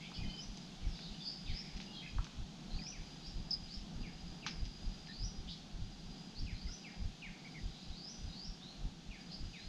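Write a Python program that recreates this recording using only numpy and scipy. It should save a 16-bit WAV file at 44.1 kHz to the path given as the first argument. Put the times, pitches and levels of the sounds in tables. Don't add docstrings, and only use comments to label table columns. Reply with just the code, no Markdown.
import sys
import numpy as np
from scipy import signal
from scipy.fft import rfft, irfft, next_fast_len
from scipy.io import wavfile
from scipy.ndimage import map_coordinates

SR = 44100
rng = np.random.default_rng(int(sys.argv[2]) if len(sys.argv) > 2 else 0)


def put_to_file(sound):
    columns = np.atleast_2d(sound).T
    safe = np.clip(columns, -1, 1)
    whole_steps = np.round(safe * 32767)
    wavfile.write(sys.argv[1], SR, whole_steps.astype(np.int16))


N = 426888


def amp(db):
    return 10 ** (np.asarray(db) / 20)


def unit(x):
    return x / np.sqrt(np.mean(x ** 2) + 1e-20)


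def clock(length):
    return np.arange(max(int(length * SR), 8)) / SR


def curve(rows):
    return np.interp(np.arange(N) / SR, *np.transpose(rows))


def wobble(rate, size=N):
    knots = rng.standard_normal(int(size * rate / SR) + 4)
    return map_coordinates(knots, [np.arange(size) * rate / SR])


def filtered(x, response):
    size = next_fast_len(len(x) + 8192)
    return irfft(rfft(x, size) * response(np.fft.rfftfreq(size, 1 / SR)), size)[:len(x)]


def coloured(x, spectrum):
    f, db = np.transpose(spectrum)
    return filtered(x, lambda hz: amp(np.interp(np.log(hz + 1), np.log(f), db)))


def noise(spectrum):
    return unit(coloured(rng.standard_normal(N), spectrum))


def band(x, low_hz, high_hz, order=2):
    return signal.sosfilt(signal.butter(order, [low_hz, high_hz], 'bandpass', fs=SR, output='sos'), x)


def add(track, s, x):
    part = track[max(round(s * SR), 0):][:len(x)]
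    part += x[:len(part)]


def foliage(x, wet_db, near_t60, far_db, far_t60):
    t = clock(.7)
    decay = amp(-60 * t / near_t60) + amp(far_db - 60 * t / far_t60)
    onset = 1 - np.exp(-t / 0.0032)
    heard = signal.fftconvolve(x, onset * decay * rng.standard_normal(len(t)))
    heard *= amp(wet_db) * np.linalg.norm(x) / np.linalg.norm(heard)
    add(heard, 0, x)
    return heard / np.sqrt(1 + amp(wet_db) ** 2)


# f/Hz, relative level/dB
RUMBLE_SPECTRUM = [(20, -14.5), (70, -18), (115, -18), (150, 0), (182, 1), (250, -8), (400, -17),
                   (560, -23), (760, -16), (1000, -26), (1600, -27.5), (4000, -58.5)]
# f/Hz, relative level/dB
HISS_SPECTRUM = [(590, -12.5), (1000, -10), (2030, -6.5), (3280, 1.5), (4850, 0), (5230, -3), (6580, -5.5),
                 (8270, -20), (10700, -26), (12200, -31), (13500, -43)]
# t/s, level/dB
HISS_COURSE = [(0, -58.5), (2, -59.5), (5, -60.5), (9.68, -60.5)]


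def surroundings():
    hiss_db = curve(HISS_COURSE)
    rumble_db = -53.5 + 0.59 * (hiss_db - hiss_db.mean())
    rumble = amp(rumble_db + 1.03 * wobble(6)) * noise(RUMBLE_SPECTRUM)
    hiss = amp(hiss_db + 0.45 * wobble(6.5)) * noise(HISS_SPECTRUM)
    return rumble + hiss


def thumps(rows, spectrum, half_s):
    out = np.zeros(N)
    t = clock(.24) - .12
    swell = np.exp(-np.abs(t / half_s) ** 1.18)
    swings = np.pad(noise(spectrum), (0, SR), mode='reflect')
    for s, db in rows:
        bump = swell * swings[round(s * SR):][:len(t)]
        add(out, s + t[0], amp(db) * bump * np.linalg.norm(swell) / np.linalg.norm(bump))
    return out


# f/Hz, relative level/dB
BUFFET_SPECTRUM = [(10, -16), (22, -3), (36, 2), (60, -8), (105, -13.5), (150, -23), (300, -43.5),
                   (1000, -120)]
# t/s, level/dB
BREEZE_COURSE = [(0, -68), (2.5, -63.5), (4.3, -57.5), (5.9, -60), (6.7, -74), (9.68, -67)]
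# t/s, level/dB
WIND_PUFFS = [(.2, -38), (2.198, -30.5), (3.28, -45), (3.775, -40), (3.835, -44), (3.97, -40.5),
              (4.31, -42), (5.39, -38.5), (5.75, -39), (6.545, -36.5)]


def wind():
    breeze = amp(curve(BREEZE_COURSE) + 2.0 * wobble(5.8)) * noise(BUFFET_SPECTRUM)
    return breeze + thumps(WIND_PUFFS, BUFFET_SPECTRUM, half_s=0.015)


# t/s, first thump level/dB, second thump level/dB, knock level/dB
PULSE_BEATS = [(0.254, -37.5, -43.5, -44), (0.871, -32.5, -45, -51.5), (1.51, -35, -42.5, -47),
               (2.165, -35, -38, -53), (2.761, -36, -42.5, -57), (3.385, -37.5, -49.5, -58),
               (4.005, -39, -45.5, -46.5), (4.63, -34.5, -35.5, -54), (5.244, -36, -46.5, -56),
               (5.835, -38, -46, -54), (6.432, -36, -37.5, -49.5), (7.043, -34.5, -49, -52),
               (7.655, -37.5, -41.5, -51), (8.25, -40, -41.5, -60), (8.854, -36, -44, -51),
               (9.441, -39, -41.5, -50)]
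# f/Hz, relative level/dB
HOUSING_SPECTRUM = [(50, -22), (100, -2), (148, 0), (280, -10), (420, -22), (900, -63)]


def pulse(gap_s=0.245):
    first = thumps([(s, db) for s, db, _, _ in PULSE_BEATS], BUFFET_SPECTRUM, half_s=0.034)
    second = thumps([(s + gap_s, db) for s, _, db, _ in PULSE_BEATS], BUFFET_SPECTRUM, half_s=0.03)
    knock = thumps([(s, db) for s, _, _, db in PULSE_BEATS], HOUSING_SPECTRUM, half_s=0.039)
    return first + second + knock


def tone(hz, db, waver):
    phase = 2 * np.pi * np.cumsum(hz * (1 + waver * wobble(250.9, len(hz)))) / SR
    ends = signal.windows.tukey(len(hz), min(1, 0.00077 * SR / len(hz)))
    return np.sqrt(2) * amp(db) * ends * np.sin(phase)


# t/s, level/dB
ROD_KNOCKS = [(.114, -51), (2.1815, -39.5)]


def rod(sweep_s=0.00646, from_hz=2750, to_hz=706, ring_hz=1335, ring_t60=0.091):
    out, t = np.zeros(N), clock(.1)
    u = clock(sweep_s) / sweep_s
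    hz = from_hz * (to_hz / from_hz) ** u
    for s, db in ROD_KNOCKS:
        sweep = tone(hz, db, waver=.01) * np.sin(np.pi * u ** 2)
        ring = amp(db - 8 - 60 * t / ring_t60) * np.sin(2 * np.pi * ring_hz * t)
        add(out, s, foliage(sweep, wet_db=-4, near_t60=0.046, far_db=-10, far_t60=1.0))
        add(out, s + sweep_s / 2, ring)
    return out


# t/s, snap level/dB, snap f/Hz, rustle level/dB, rustle t60/s
TWIG_SNAPS = [(.574, -34, 5400, -60, .05), (.991, -41, 1700, -58, .06), (1.764, -47, 3700, -50.5, 0.1),
              (1.802, -36, 2400, -52.5, 0.22), (2.2448, -34, 4400, -52, .07), (2.268, -42, 1190, -62, .08),
              (4.4645, -27, 1370, -44, 0.06), (4.465, -28.5, 4600, -44, 0.2), (4.4725, -39, 2800, -48, .13),
              (4.654, -39, 4470, -52.5, 0.1), (5.072, -42.5, 2400, -57, 0.085)]
# f/Hz, gain/dB
COLOUR_AT_MIC = [(300, -40), (620, -14), (800, -0.5), (1600, -2), (2500, 3), (6300, 2), (7500, -13.5),
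                 (9000, -14), (13000, -33)]


def twigs(spread=1.5, wood_hz=851):
    out, t = np.zeros(N), clock(.3)
    for s, snap_db, hz, rustle_db, t60 in TWIG_SNAPS:
        splinters = 0.053 * rng.standard_normal(len(t)) * amp(-60 * t / 0.017)
        snap = band((t == 0) + splinters, hz / spread, hz * spread)
        snap *= amp(snap_db) / np.abs(snap).max()
        grains = rng.standard_normal(len(t)) * amp(1.7 * wobble(290, len(t)))
        shiver = amp(rustle_db - 60 * t / t60) * (1 - np.exp(-t / 0.0021))
        ring = amp(snap_db - 7 - 60 * t / 0.041) * np.sin(2 * np.pi * wood_hz * t)
        add(out, s, foliage(snap, wet_db=-6.5, near_t60=0.1, far_db=-14, far_t60=0.69))
        add(out, s, shiver * unit(band(grains, low_hz=2100, high_hz=5900, order=3)))
        add(out, s, ring * wood_hz / hz)
    return coloured(out, COLOUR_AT_MIC)


# t/s, length/s, settled level/dB
TRILL_BOUTS = [(-.3, 1, -63.5), (1.051, 1.1, -61.5), (2.719, 1.1, -63.5), (3.935, 1.5, -61.5),
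               (5.78, 1.29, -63), (7.373, 1.22, -63.5), (9.13, .7, -62.5)]


def insect(pitch_hz=4900, glide_hz=90, strokes_per_s=84, stutters_per_s=15.25, warm_up_s=.3):
    gain, flat_hz = np.zeros(N), np.zeros(N)
    for s, length, db in TRILL_BOUTS:
        t = np.arange(N) / SR - s
        gate = np.clip(np.minimum(t, length - t) / 0.03, 0, 1)
        cold = np.exp(-np.abs(t) / warm_up_s)
        stutter = 1 + cold * np.sin(2 * np.pi * stutters_per_s * t)
        gain += gate * stutter * amp(db - 4.5 * cold)
        flat_hz += (gate > 0) * 110 * cold
    stroke_count = np.cumsum(strokes_per_s + 4 * wobble(25)) / SR
    u = stroke_count % 1
    sizes = amp(3 * np.clip(rng.standard_normal(N), -1.5, 1.5))
    strokes = sizes[stroke_count.astype(int)] * np.sin(np.pi * u)
    hz = pitch_hz - flat_hz + 24 * wobble(70) + glide_hz * (.5 - u)
    trill = unit(strokes * np.sin(2 * np.pi * np.cumsum(hz) / SR))
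    blur = unit(band(rng.standard_normal(N), low_hz=4780, high_hz=5000))
    return gain * unit(trill + amp(-6) * blur)


def arched_notes(rows, edge_db, wet_db, near_t60, far_db):
    out = np.zeros(N)
    for s, length, *pitches, flutter, db in rows:
        u = clock(length) / length
        hz = np.polyval(np.polyfit([0, .5, 1], pitches, 2), u)
        note = tone(hz, db + edge_db * (2 * u - 1) ** 2, flutter)
        add(out, s, foliage(note, wet_db, near_t60, far_db, far_t60=0.82))
    return out


# t/s, length/s, start f/Hz, middle f/Hz, end f/Hz, flutter/share, level/dB
FAR_NOTES = [(.005, 0.074, 2104, 2384, 2530, 0.092, -54.5), (.02, 0.061, 3280, 3360, 3280, 0.052, -56.5),
             (.147, 0.019, 3040, 3180, 3050, 0.071, -50), (.178, 0.038, 2450, 2475, 2370, .02, -52.5),
             (.232, 0.012, 2320, 2070, 2050, 0.037, -52.5), (.865, 0.057, 5650, 5390, 5200, .035, -63),
             (.91, 0.096, 5200, 4900, 4660, 0.036, -55.5), (.93, 0.17, 3700, 3650, 3680, 0.056, -57.5),
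             (.99, .13, 4410, 4180, 4130, 0.06, -55.5), (1.14, 0.015, 2500, 2940, 3570, .059, -55),
             (1.204, 0.028, 3470, 3430, 3450, .045, -49.5), (1.462, 0.013, 3500, 3710, 3650, 0.037, -48),
             (1.53, 0.21, 2374, 2230, 2230, 0.11, -62), (1.87, 0.041, 2800, 2850, 2780, 0.014, -54),
             (1.932, 0.087, 3280, 3270, 3090, 0.026, -52.5), (1.93, 0.083, 4300, 4110, 3620, 0.069, -54.5),
             (2.015, 0.063, 2170, 2100, 2110, .067, -58), (2.023, 0.06, 2500, 2536, 2530, .026, -53.5),
             (3.585, .08, 5000, 4930, 4870, 0.009, -57)]
# t/s, length/s, flutter/share, level/dB
FAR_SLURS = [(7.68, 0.21, 0.07, -60.5), (8.605, 0.12, 0.016, -56), (9.537, .13, .013, -59.5)]
# start f/Hz, middle f/Hz, end f/Hz
SLUR_PITCHES = (3420, 4000, 4330)


def far_notes():
    slurs = [(s, length, *SLUR_PITCHES, flutter, db) for s, length, flutter, db in FAR_SLURS]
    return arched_notes(FAR_NOTES + slurs, edge_db=-3.5, wet_db=1.5, near_t60=0.12, far_db=-4.5)


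# t/s, length/s, start f/Hz, middle f/Hz, end f/Hz, flutter/share, level/dB
NEAR_CHIPS = [(2.787, 0.0086, 2700, 2480, 2370, .01, -51.5), (2.818, 0.0073, 2300, 2000, 1850, .01, -57),
              (2.866, 0.005, 2500, 2430, 2500, .01, -49.5), (3.5075, 0.011, 5280, 5060, 4600, 0.009, -32.5),
              (3.5305, .0125, 5010, 5140, 4650, .009, -31.5),
              (5.085, 0.036, 1770, 1777, 1750, 0.018, -52.5), (6.67, 0.0096, 2000, 2070, 2050, .02, -57),
              (6.684, 0.019, 1290, 1400, 1490, .02, -62), (7.446, 0.031, 2070, 2320, 1950, 0.033, -53),
              (7.542, 0.051, 2200, 2160, 1890, .042, -55.5)]


def near_chips():
    return arched_notes(NEAR_CHIPS, edge_db=-4.5, wet_db=-4.0, near_t60=0.1, far_db=-27.0)


# t/s, level/dB
FALLING_NOTES = [(0.819, -61), (1.472, -54), (2.919, -55.5), (4.029, -55), (4.425, -52), (6.466, -54),
                 (6.84, -52), (7.221, -48), (9.108, -54), (9.532, -53.5)]
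# t/s from its start, f/Hz, relative level/dB
FALL_SHAPE = [(0, 2996, -2.5), (.007, 2606, 0.5), (.024, 2307, -1.5), (.043, 2065, -4), (.05, 1850, -8.5),
              (.074, 1550, -14)]


def falling_bird():
    out = np.zeros(N)
    after, hz, swell_db = np.transpose(FALL_SHAPE)
    t = clock(after[-1])
    for s, db in FALLING_NOTES:
        note = tone(np.interp(t, after, hz), db + np.interp(t, after, swell_db), waver=0.018)
        add(out, s, foliage(note, wet_db=0.5, near_t60=0.3, far_db=1.0, far_t60=0.76))
    return out


def piping_bird(start_s=.246, length_s=.159, pulse_s=.04, hz=3054):
    out, t = np.zeros(N), clock(length_s)
    swell_db = 7 * (t / length_s - .5)
    dip_db = 12 * np.cos(np.pi * t / pulse_s) ** 4
    note = tone(np.full(len(t), hz), -51 + swell_db - dip_db, waver=0.012)
    add(out, start_s, foliage(note, wet_db=-6, near_t60=.1, far_db=-20, far_t60=0.44))
    return out


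def shake(size, rate_hz):
    return np.sin(2 * np.pi * np.cumsum(rate_hz * (1 + 0.198 * wobble(90.2, size))) / SR)


# t/s, length/s, start f/Hz, end f/Hz, swing/Hz, opening level/dB
RASPING_CHIRPS = [(0.139, 0.036, 4710, 5000, 420, -47.5), (1.214, 0.041, 4650, 4900, 300, -49),
                  (1.251, 0.075, 4684, 5000, 290, -41), (1.478, .05, 3920, 3720, 800, -50.5),
                  (1.581, 0.038, 5330, 5360, 250, -49), (5.478, .038, 3105, 4400, 350, -46.5),
                  (5.489, 0.034, 4600, 5000, 380, -48.5), (9.317, 0.027, 4770, 4900, 340, -45.5)]


def rasping_bird(fade_db=6):
    out = np.zeros(N)
    for s, length, start_hz, end_hz, swing_hz, db in RASPING_CHIRPS:
        u = clock(length) / length
        hz = start_hz + (end_hz - start_hz) * u + swing_hz * shake(len(u), rate_hz=164)
        note = tone(hz, db - fade_db * u, waver=0.007)
        add(out, s, foliage(note, wet_db=7.0, near_t60=0.17, far_db=-13, far_t60=0.86))
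    return out


# t/s, length/s, low f/Hz, top f/Hz, level/dB
RISING_WHISTLES = [(0.279, 0.16, 4080, 6060, -48.5), (1.536, 0.044, 4720, 5290, -42),
                   (2.704, 0.2, 4000, 6070, -45.5), (3.226, 0.048, 4270, 5240, -46),
                   (3.683, 0.069, 4250, 5380, -45.5), (4.467, 0.051, 4970, 5450, -47),
                   (5.085, 0.18, 3890, 5900, -45.5), (6.353, 0.049, 3860, 5410, -46),
                   (6.545, .205, 4020, 6040, -49.5), (7.914, 0.21, 3965, 6050, -47),
                   (8.29, 0.185, 3870, 5630, -46.5), (9.292, 0.035, 3500, 5000, -49)]
# time/share of length, pitch/share of rise, relative level/dB, swing/Hz
WHISTLE_COURSE = [(0, .06, -9, 60), (.15, 0, -12, 160), (.3, .28, -7, 140), (.5, .38, -7.5, 90),
                  (.66, .52, -4, 70), (.8, .64, -5.5, 130), (.88, .86, -2.5, 200), (.94, .99, -2.5, 110),
                  (1, 0.93, -7, 90)]


def whistling_bird():
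    out = np.zeros(N)
    share, rise, swell_db, swing_hz = np.transpose(WHISTLE_COURSE)
    for s, length, low_hz, top_hz, db in RISING_WHISTLES:
        u = clock(length) / length
        hz = low_hz + (top_hz - low_hz) * np.interp(u, share, rise)
        hz += np.interp(u, share, swing_hz) * shake(len(u), rate_hz=149.7)
        hoarse = 0.0012 / length + 0.051 * (1 - u) ** 3
        note = tone(hz, db + np.interp(u, share, swell_db), hoarse)
        add(out, s, foliage(note, wet_db=3.5, near_t60=0.2, far_db=-12.5, far_t60=1.0))
    return out


def scene():
    notes = near_chips() + far_notes()
    notes += whistling_bird() + falling_bird() + rasping_bird() + piping_bird()
    return (notes + insect() + twigs() + rod() + pulse() + wind() + surroundings())[None]


def record(dry):
    return np.array([filtered(channel, lambda hz: hz < 13500) for channel in dry])


dry = scene()
out = record(dry)
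put_to_file(out)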